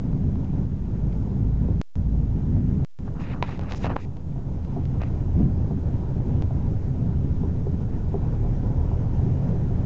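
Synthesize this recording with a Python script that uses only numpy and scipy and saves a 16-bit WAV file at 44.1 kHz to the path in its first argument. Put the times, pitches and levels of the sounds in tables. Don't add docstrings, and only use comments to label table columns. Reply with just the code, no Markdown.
import sys
import numpy as np
from scipy import signal
from scipy.io import wavfile
from scipy.ndimage import uniform_filter1d

SR = 44100
rng = np.random.default_rng(int(sys.argv[2]) if len(sys.argv) > 2 else 0)


def generate_wav(signal):
    frames = np.transpose(np.atleast_2d(signal))
    scaled = np.clip(frames, -1, 1) * 32767
    pcm = np.round(scaled).astype(np.int16)
    wavfile.write(sys.argv[1], SR, pcm)


def voltage_ratio(decibels):
    exponent = np.asarray(decibels, float) / 20
    return 10 ** exponent


N = 434385


def rms_one(x):
    return x / np.sqrt(np.mean(x ** 2) + 1e-20)


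def in_time(rows):
    s, *columns = np.transpose(rows)
    return [np.interp(np.arange(N) / SR, s, column) for column in columns]


def drift(rate_hz, depth_db):
    r = np.exp(-80 * np.pi * rate_hz / SR)
    slow = signal.lfilter([1], [1, -2 * r, r * r], rng.standard_normal(N // 40 + 2002))[2000:]
    return np.interp(np.arange(N) / 40, np.arange(len(slow)), voltage_ratio(depth_db * rms_one(slow)))


def ring(clicks, hz, t60):
    r = voltage_ratio(-60 / (t60 * SR))
    w = 2 * np.pi * hz / SR
    return signal.lfilter([0, np.sin(w)], [1, -2 * r * np.cos(w), r * r], clicks + 1e-18)


def band(x, low_hz, high_hz, order=2):
    return signal.sosfilt(signal.butter(order, [low_hz, high_hz], "band", fs=SR, output="sos"), x)


def low_pass(x, hz, order=2):
    return signal.sosfilt(signal.butter(order, hz, fs=SR, output="sos"), x)


def add(out, s, sound):
    i = round(s * SR)
    out[i:i + len(sound)] += sound[:N - i]


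def banded_noise(spectrum, patchy_db):
    hz, level_db = np.transpose(spectrum[:-1])
    edges = np.geomspace(hz[0], hz[-1], int(3 * np.log2(hz[-1] / hz[0])) + 1)
    white = rng.standard_normal((2, N))
    out = 0
    for k, (low, high) in enumerate(zip(edges, edges[1:])):
        centre_db = np.interp(np.log(low * high) / 2, np.log(hz), level_db)
        out = out + voltage_ratio(centre_db) * drift(8, patchy_db) * band(white[k % 2], low, high)
    return rms_one(out)


# pitch in Hz, width in Hz,
# level in dB facing the first window, level in dB facing the second.
CABIN = [(22.16, 6, -15, -11), (81.45, 9, -7, -4), (113.4, 7, -15, -8), (135.3, 8.3, -6, -8),
         (192.3, 14, -8.5, -19.5), (254.25, 11, -14.5, -17), (402.3, 18, -26, -26.5)]


def hollow_cabin():
    turned = np.interp(np.arange(N) / SR, [2.9, 5.3], [0, 1])
    hollow = 0
    for hz, width_hz, first_db, second_db in CABIN:
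        tone = rms_one(ring(rng.standard_normal(N), hz, 2.2 / width_hz))
        facing = voltage_ratio(first_db) * (1 - turned) + voltage_ratio(second_db) * turned
        hollow = hollow + facing * drift(1.2, depth_db=1.46) * tone
    return hollow


# time in seconds, coarseness of the asphalt in dB, street through the window in dB.
ROAD = [(0.0, 3, 1), (0.55, 1, 1), (1.1, -1.5, 0), (1.8, 0.5, -0.5), (2.3, 0.1, -0.5), (2.6, 2.5, 0),
        (3.2, -3, 1.5), (3.8, -4.5, 2), (4.4, -2.5, 2), (4.9, -0.85, 3), (5.6, -1.3, 1.5), (6.4, 1.8, 3.5),
        (7.2, 3.5, 2.5), (7.9, -0.75, 1.5), (8.3, -1.4, 4), (9.0, -0.3, 4.5), (9.5, 1.5, 6.5),
        (9.85, 2.5, 7)]
# time in seconds, length in seconds, swell in dB, lean from -1 (deep) to 1 (high).
HEAVES = [(0.272, .06, 3, 0.7), (0.586, .07, 4, 0.31), (1.4, 0.069, 2.5, -.4), (2.503, 0.046, 2, -0.3),
          (2.728, .08, 3.5, -0.11), (3.363, 0.031, 3.5, 0.76), (3.896, .08, 3.5, 0.79),
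          (4.069, 0.037, 6, -0.87), (4.296, .05, 3, -0.71), (4.691, 0.043, 1, .5), (5.334, .04, -6, .4),
          (5.422, 0.1, 8.5, 0.38), (5.747, .06, 4, 1), (6.041, 0.055, -4, .6), (6.533, .08, -0.5, 1),
          (6.842, 0.11, -5, 0.38), (7.099, 0.038, -0.5, 0.63), (7.598, 0.09, -0.5, 0.99),
          (8.151, .06, 2.5, .6), (8.67, .08, 2, 0.81), (9.21, .08, 2.5, -0.48), (9.549, .08, 0, 0.75),
          (9.804, .05, -0.5, -.2)]
# pitch in Hz, level in dB per Hz.
BOOM = [(9.4, -39), (16, -8), (54, -4), (81, 2.5), (129, -1), (180, -8), (230, -40), (400, -120)]
ROAR = [(88, -31), (150, 1), (210, -7.5), (259, -8.5), (360, -20), (470, -50.5), (790, -120)]
TREAD = [(180, -28.5), (300, 0), (350, -8), (397, -3), (614, -11), (911, -14), (1080, -26.5), (1250, -24),
         (1620, -59), (2750, -120)]
RUSH = [(590, -29), (1000, -6.5), (1090, -6.5), (1310, -6.5), (1450, -8.5), (2540, -17.5), (4470, -24),
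        (6440, -24), (8000, -28), (10400, -63), (17600, -120)]
# level in dB, share of coarseness, share of street, share of a heave.
BOOM_MIX, ROAR_MIX = (-27, 0.84, 0.03, 0.67), (-33.5, 0.53, 0.12, 1.05)
TREAD_MIX, RUSH_MIX = (-46, -0.38, 1.1, -0.01), (-60.5, -0.16, 0.71, -0.04)


def road():
    t = np.arange(N) / SR
    coarse_db, street_db = in_time(ROAD)
    deep_db = high_db = 0
    for s, length, db, lean in HEAVES:
        swell_db = db * np.exp(-((t - s) / length) ** 2)
        deep_db = deep_db + swell_db * (1 - lean)
        high_db = high_db + swell_db * (1 + lean)

    def gain(mix, heave_db):
        db, coarse, street, heave = mix
        return voltage_ratio(db + coarse * coarse_db + street * street_db + heave * heave_db)

    uneven = drift(11, depth_db=1.25)
    boom = voltage_ratio(-1.5) * uneven ** 1.1 * banded_noise(BOOM, patchy_db=-1.77) + hollow_cabin()
    roar = uneven ** 1.4 * banded_noise(ROAR, patchy_db=0.27)
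    tread = uneven ** 1.1 * low_pass(banded_noise(TREAD, patchy_db=1.53), 1060, order=6)
    rush = uneven ** 0.45 * banded_noise(RUSH, patchy_db=1.25)
    low = gain(BOOM_MIX, deep_db) * boom + gain(ROAR_MIX, high_db) * roar
    return low + gain(TREAD_MIX, high_db) * tread + gain(RUSH_MIX, high_db) * rush


# time in seconds, firing rate in Hz, load in dB.
ENGINE = [(0.0, 39, -34), (0.44, 43.05, -34), (1.04, 49.83, -28), (1.78, 55.9, -24.5), (2.0, 54.98, -24),
          (2.82, 47.4, -29.5), (3.43, 45.76, -35.5), (4.72, 45.52, -34), (5.4, 36.5, -30.5),
          (5.73, 33.9, -39.5), (6.2, 34.5, -34), (6.78, 33.9, -40.5), (7.57, 36.47, -37.5),
          (8.5, 37.85, -27), (9.15, 38.82, -30.5), (9.3, 37.8, -35), (9.85, 35.6, -39.5)]
# multiple of the firing rate, level in dB.
ENGINE_ORDERS = [(1, -2.5), (2, -9.5), (3, -14.5), (4, -17)]


def engine():
    hz, load_db = in_time(ENGINE)
    phase = 2 * np.pi * np.cumsum(hz) / SR
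    tones = sum(voltage_ratio(db) * drift(3, depth_db=2.5) * np.sin(k * phase) for k, db in ENGINE_ORDERS)
    return voltage_ratio(load_db + 4.5) * tones


# time in seconds, peak in dB, upper trim tones in dB, shudder length in seconds.
BUMPS = [(1.683, -17, -27.5, 0.025), (2.146, -37, -6, 0.056), (2.821, -28.5, -11, 0.025),
         (4.357, -28, -6.5, 0.03), (4.761, -22, -4, 0.02), (5.278, -36, -8.5, 0.021),
         (5.404, -21.5, -17, 0.052), (5.706, -21, -9, 0.018), (6.162, -33, -12.5, 0.014),
         (6.444, -43.5, -6.5, 0.029), (6.504, -27.5, -0.5, 0.04), (6.629, -30.5, -22.5, 0.02),
         (7.042, -31.5, -14.5, 0.028), (7.395, -37.5, -15, 0.021), (7.431, -17, -11.5, 0.035),
         (7.665, -19, -16.5, 0.025), (7.972, -37, -11, 0.022), (8.139, -13.5, -12, 0.022),
         (8.399, -29.5, -14, 0.021), (8.445, -25.5, -4, 0.024), (8.912, -21.5, -6.5, 0.024),
         (8.959, -32.5, -11, 0.011), (9.216, -37.5, -2, 0.018), (9.441, -34, -15.5, 0.041),
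         (9.705, -21.5, -12.5, 0.031)]
# pitch in Hz, level in dB, time to fall 60 dB in seconds.
TRIM_LOW = [(260, -4, .07), (392, 0, .08), (470, -10, .05)]
TRIM_HIGH = [(690, 0, .045), (790, -6, .04), (960, -12, .04)]


def ring_trim(shudder, modes):
    sound = sum(voltage_ratio(db) * ring(shudder, hz, t60) for hz, db, t60 in modes)
    return sound / np.abs(sound).max()


def bumps():
    out = np.zeros(N)
    t = np.arange(SR // 6) / SR
    for s, db, upper_db, length in BUMPS:
        shudder = rng.standard_normal(len(t)) * (t < length) * np.exp(-t / 0.025)
        shudder[0] += 35
        shudder = low_pass(shudder, 900, order=4)
        knock = ring_trim(shudder, TRIM_LOW) + voltage_ratio(upper_db + 1.5) * ring_trim(shudder, TRIM_HIGH)
        add(out, s + .003, voltage_ratio(db - 3.4) * knock)
    return out


# time in seconds, peak in dB, brightness in dB, lasting ring in dB.
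SNAPS = [
    (3.4261, -14.5, 4.5, -3),
    (3.965, -11, -28, -19),
]
# pitch in Hz, level in dB, time to fall 60 dB in seconds.
SNAP_MODES = [(855, 5, 0.0031), (2360, 1, 0.0023), (3750, -10, 0.0046), (5500, -19, 0.0034)]


def snaps():
    out = np.zeros(N)
    click = low_pass(signal.unit_impulse(SR // 10), 3400)
    for s, db, bright_db, ring_db in SNAPS:
        crack = 0
        for hz, level_db, t60 in SNAP_MODES:
            crack = crack + voltage_ratio(level_db + bright_db * (hz > 1500)) * ring(click, hz, t60)
        add(out, s, voltage_ratio(db) * (crack + voltage_ratio(ring_db) * ring(click, 985, 0.03)))
    return out


def stroke(s, length, db, swell_db):
    touch_s, lift_s = 0.017, 0.0064
    times = s + np.cumsum([-touch_s, touch_s, max(length, .001), lift_s])
    shape_db = np.interp(np.arange(N) / SR, times, [-25, 0, swell_db, swell_db - 25], left=-99, right=-99)
    return voltage_ratio(db + shape_db)


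# start in seconds, length in seconds, level in dB, swell in dB.
PRESSES = [(3.056, 0.035, -52.5, 0.5), (3.15, .04, -53, 7), (3.197, .04, -45.5, -2), (3.248, .1, -48.5, 1),
           (3.34, .07, -46, -5), (3.436, 0.027, -38, -10.5), (3.485, .07, -39.5, -10),
           (3.6, 0.078, -50.5, -1), (3.687, .06, -45.5, 6), (3.81, .025, -50, 6), (3.851, 0.037, -34, -5.5),
           (3.901, .04, -33.5, -5.5), (3.969, 0.045, -46, -6), (5.009, 0.033, -44, -3)]
# start in seconds, length in seconds, level in dB,
# brightness in dB per band, swell in dB.
SLIDES = [(3.052, 0.026, -70, -1.5, -3.5), (3.201, 0.046, -70.5, 3, -6), (3.201, .138, -55, -10, 6.5),
          (3.337, 0.067, -63, -13, -11.5), (3.435, 0.019, -45, -8.5, -8), (3.462, 0.035, -50.5, -7, 3),
          (3.51, 0.069, -47.5, -6.5, -11), (3.606, .04, -56.5, -12, -3), (3.659, 0.035, -59, -13, 7),
          (3.699, 0.039, -50.5, -3.5, 0.5), (3.758, 0.023, -57, 2.5, -0.5), (3.792, .045, -60, -1, 5.5),
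          (3.842, .035, -39.5, -8.5, -6.5), (3.898, .03, -47, -17, -1.5), (3.965, 0.085, -55, -10.5, -5),
          (4.001, .05, -76, 5, -1.5), (5.012, 0.027, -48, -21.5, -1), (5.049, .035, -57.5, -14.5, -5)]
# from Hz, to Hz.
RUB_BANDS_HZ = [(350, 1350), (1750, 2650), (2650, 3950), (4600, 7200)]
# share of brightness, level in dB.
SLIDE_COLOUR = [(0, 0.5), (.6, -2), (2.1, -0.5)]


def rub():
    sizes = voltage_ratio(5.5 * np.minimum(rng.exponential(1, N), 4)) * rng.choice([-1, 1], N)
    slips = rms_one(sizes * (rng.random(N) < 1500 * drift(40, depth_db=4) / SR))
    smooth = rng.standard_normal(N)

    def friction(grip, hz):
        return rms_one(band(np.sqrt(grip) * slips + np.sqrt(1 - grip) * smooth, *hz, order=3))

    out = sum(stroke(*row) for row in PRESSES) * friction(0.46, RUB_BANDS_HZ[0])
    for hz, (share, colour_db) in zip(RUB_BANDS_HZ[1:], SLIDE_COLOUR):
        touch = 0
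        for s, length, db, bright_db, swell_db in SLIDES:
            touch = touch + stroke(s, length, db + colour_db + share * bright_db, swell_db)
        out = out + touch * friction(0.22, hz)
    return out


# time in seconds, peak in dB, pitch in Hz, low body in dB.
TICKS = [(0.129, -49, 1950, -32.5), (0.3558, -45, 1510, -31), (0.4449, -45, 1380, -43.5),
         (1.1273, -43.5, 1320, -43), (3.0774, -57, 1310, -31), (3.3454, -47, 1580, -32),
         (3.4925, -45, 1390, -33), (3.5754, -44, 1350, -38), (3.5925, -32, 1380, -25),
         (3.6117, -38.5, 1580, -46), (3.6343, -40.5, 1510, -40), (3.707, -40, 1920, -45),
         (3.7104, -33.5, 1390, -30.5), (3.7207, -21.5, 1370, -23.5), (3.7346, -33.5, 1320, -32.5),
         (3.7466, -31.5, 1320, -37.5), (3.8437, -33, 2010, -16), (3.8562, -28.5, 1490, -21),
         (3.8654, -32, 1310, -21), (3.895, -57, 1630, -32), (3.9014, -42, 1520, -18.5),
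         (3.9601, -38, 1300, -22), (4.1683, -42.5, 1350, -40), (4.648, -41.5, 1440, -40.5),
         (4.836, -47.5, 1710, -41.5), (4.8534, -38, 1390, -41.5), (5.017, -35.5, 1810, -26),
         (5.034, -41, 1970, -26), (5.0275, -49.5, 1900, -45), (6.4216, -31.5, 1320, -26)]


def ticks():
    out = np.zeros(N)
    click = signal.unit_impulse(SR // 50)
    body = low_pass(ring(click, 720, 0.0042), 1400)
    for s, db, hz, body_db in TICKS:
        sharp = low_pass(band(click, .6 * hz, 2.4 * hz, order=1), 5000)
        add(out, s + .001, voltage_ratio(db + 4) * sharp / sharp.max() + voltage_ratio(body_db + 8) * body)
    return out


# time in seconds, drop in dB.
DUCKS = [
    (0.66, 3.5),
    (1.955, 3),
    (2.987, 4.5),
    (3.43, 5),
    (3.97, 8),
    (5.46, 1.5),
    (8.2, -2),
]


def gain_control():
    t = np.arange(N) / SR
    drop_db = np.max([(t > s) * (db - 8 * (t - s)) for s, db in DUCKS], axis=0)
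    return voltage_ratio(-uniform_filter1d(drop_db.clip(0), size=400))


def scene():
    cabin = gain_control() * (road() + engine())
    return (cabin + bumps() + snaps() + rub() + ticks())[None]


# time in seconds, height of the wave where it is cut (full scale 1).
CUT_HEIGHTS = [
    (0, -.092),
    (1.81481, .135),
    (1.95542, .03),
    (2.84823, -.05),
    (2.98918, -.018),
    (9.8498, .045),
]


def cut_clicks(x):
    t, x = np.arange(N) / SR, x.copy()
    for s, height in CUT_HEIGHTS:
        near = np.abs(t - s) < .01
        x[near] += (height - x[round(s * SR)]) * np.exp(-((t[near] - s) / .003) ** 2)
    return x


# from seconds, to seconds.
MUTES = [
    (1.81481, 1.95542),
    (2.84823, 2.98918),
]


def unmuted():
    t = np.arange(N) / SR
    return ~np.any([(t >= a) & (t < b) for a, b in MUTES], axis=0)


def digitise(x):
    offset, step = .0182, .00095
    x = signal.resample_poly(x, 160, 441, padtype="edge")
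    buzz = (np.arange(len(x)) % 36 == 0) * 1.
    analog = x + offset - step * (0.41 * buzz + 0.13 * rng.standard_normal(len(x)))
    levels = step * (np.round(analog / step + 0.13) - .2)
    return signal.resample_poly(levels, 441, 160, padtype="edge", window=("kaiser", 10))[:N]


# multiple of the buzz pitch, level in dB.
WHINE = [(7, -92), (8, -89), (14, -86), (15, -81)]


def whine():
    phase = 2 * np.pi * 16000 / 36 * np.arange(N) / SR
    return sum(voltage_ratio(db) * np.sin(k * phase) for k, db in WHINE)


def top_cut(x):
    return signal.sosfilt(signal.butter(12, 8570, fs=SR, output="sos"), x)


def record(dry):
    live = unmuted()
    x = digitise(cut_clicks(dry[0]) * live) + live * whine()
    x = signal.lfilter(*signal.iirnotch(4390, 45, fs=SR), x)
    x = low_pass(x, 7900)
    return top_cut(x[None])


dry = scene()
out = record(dry)
generate_wav(out)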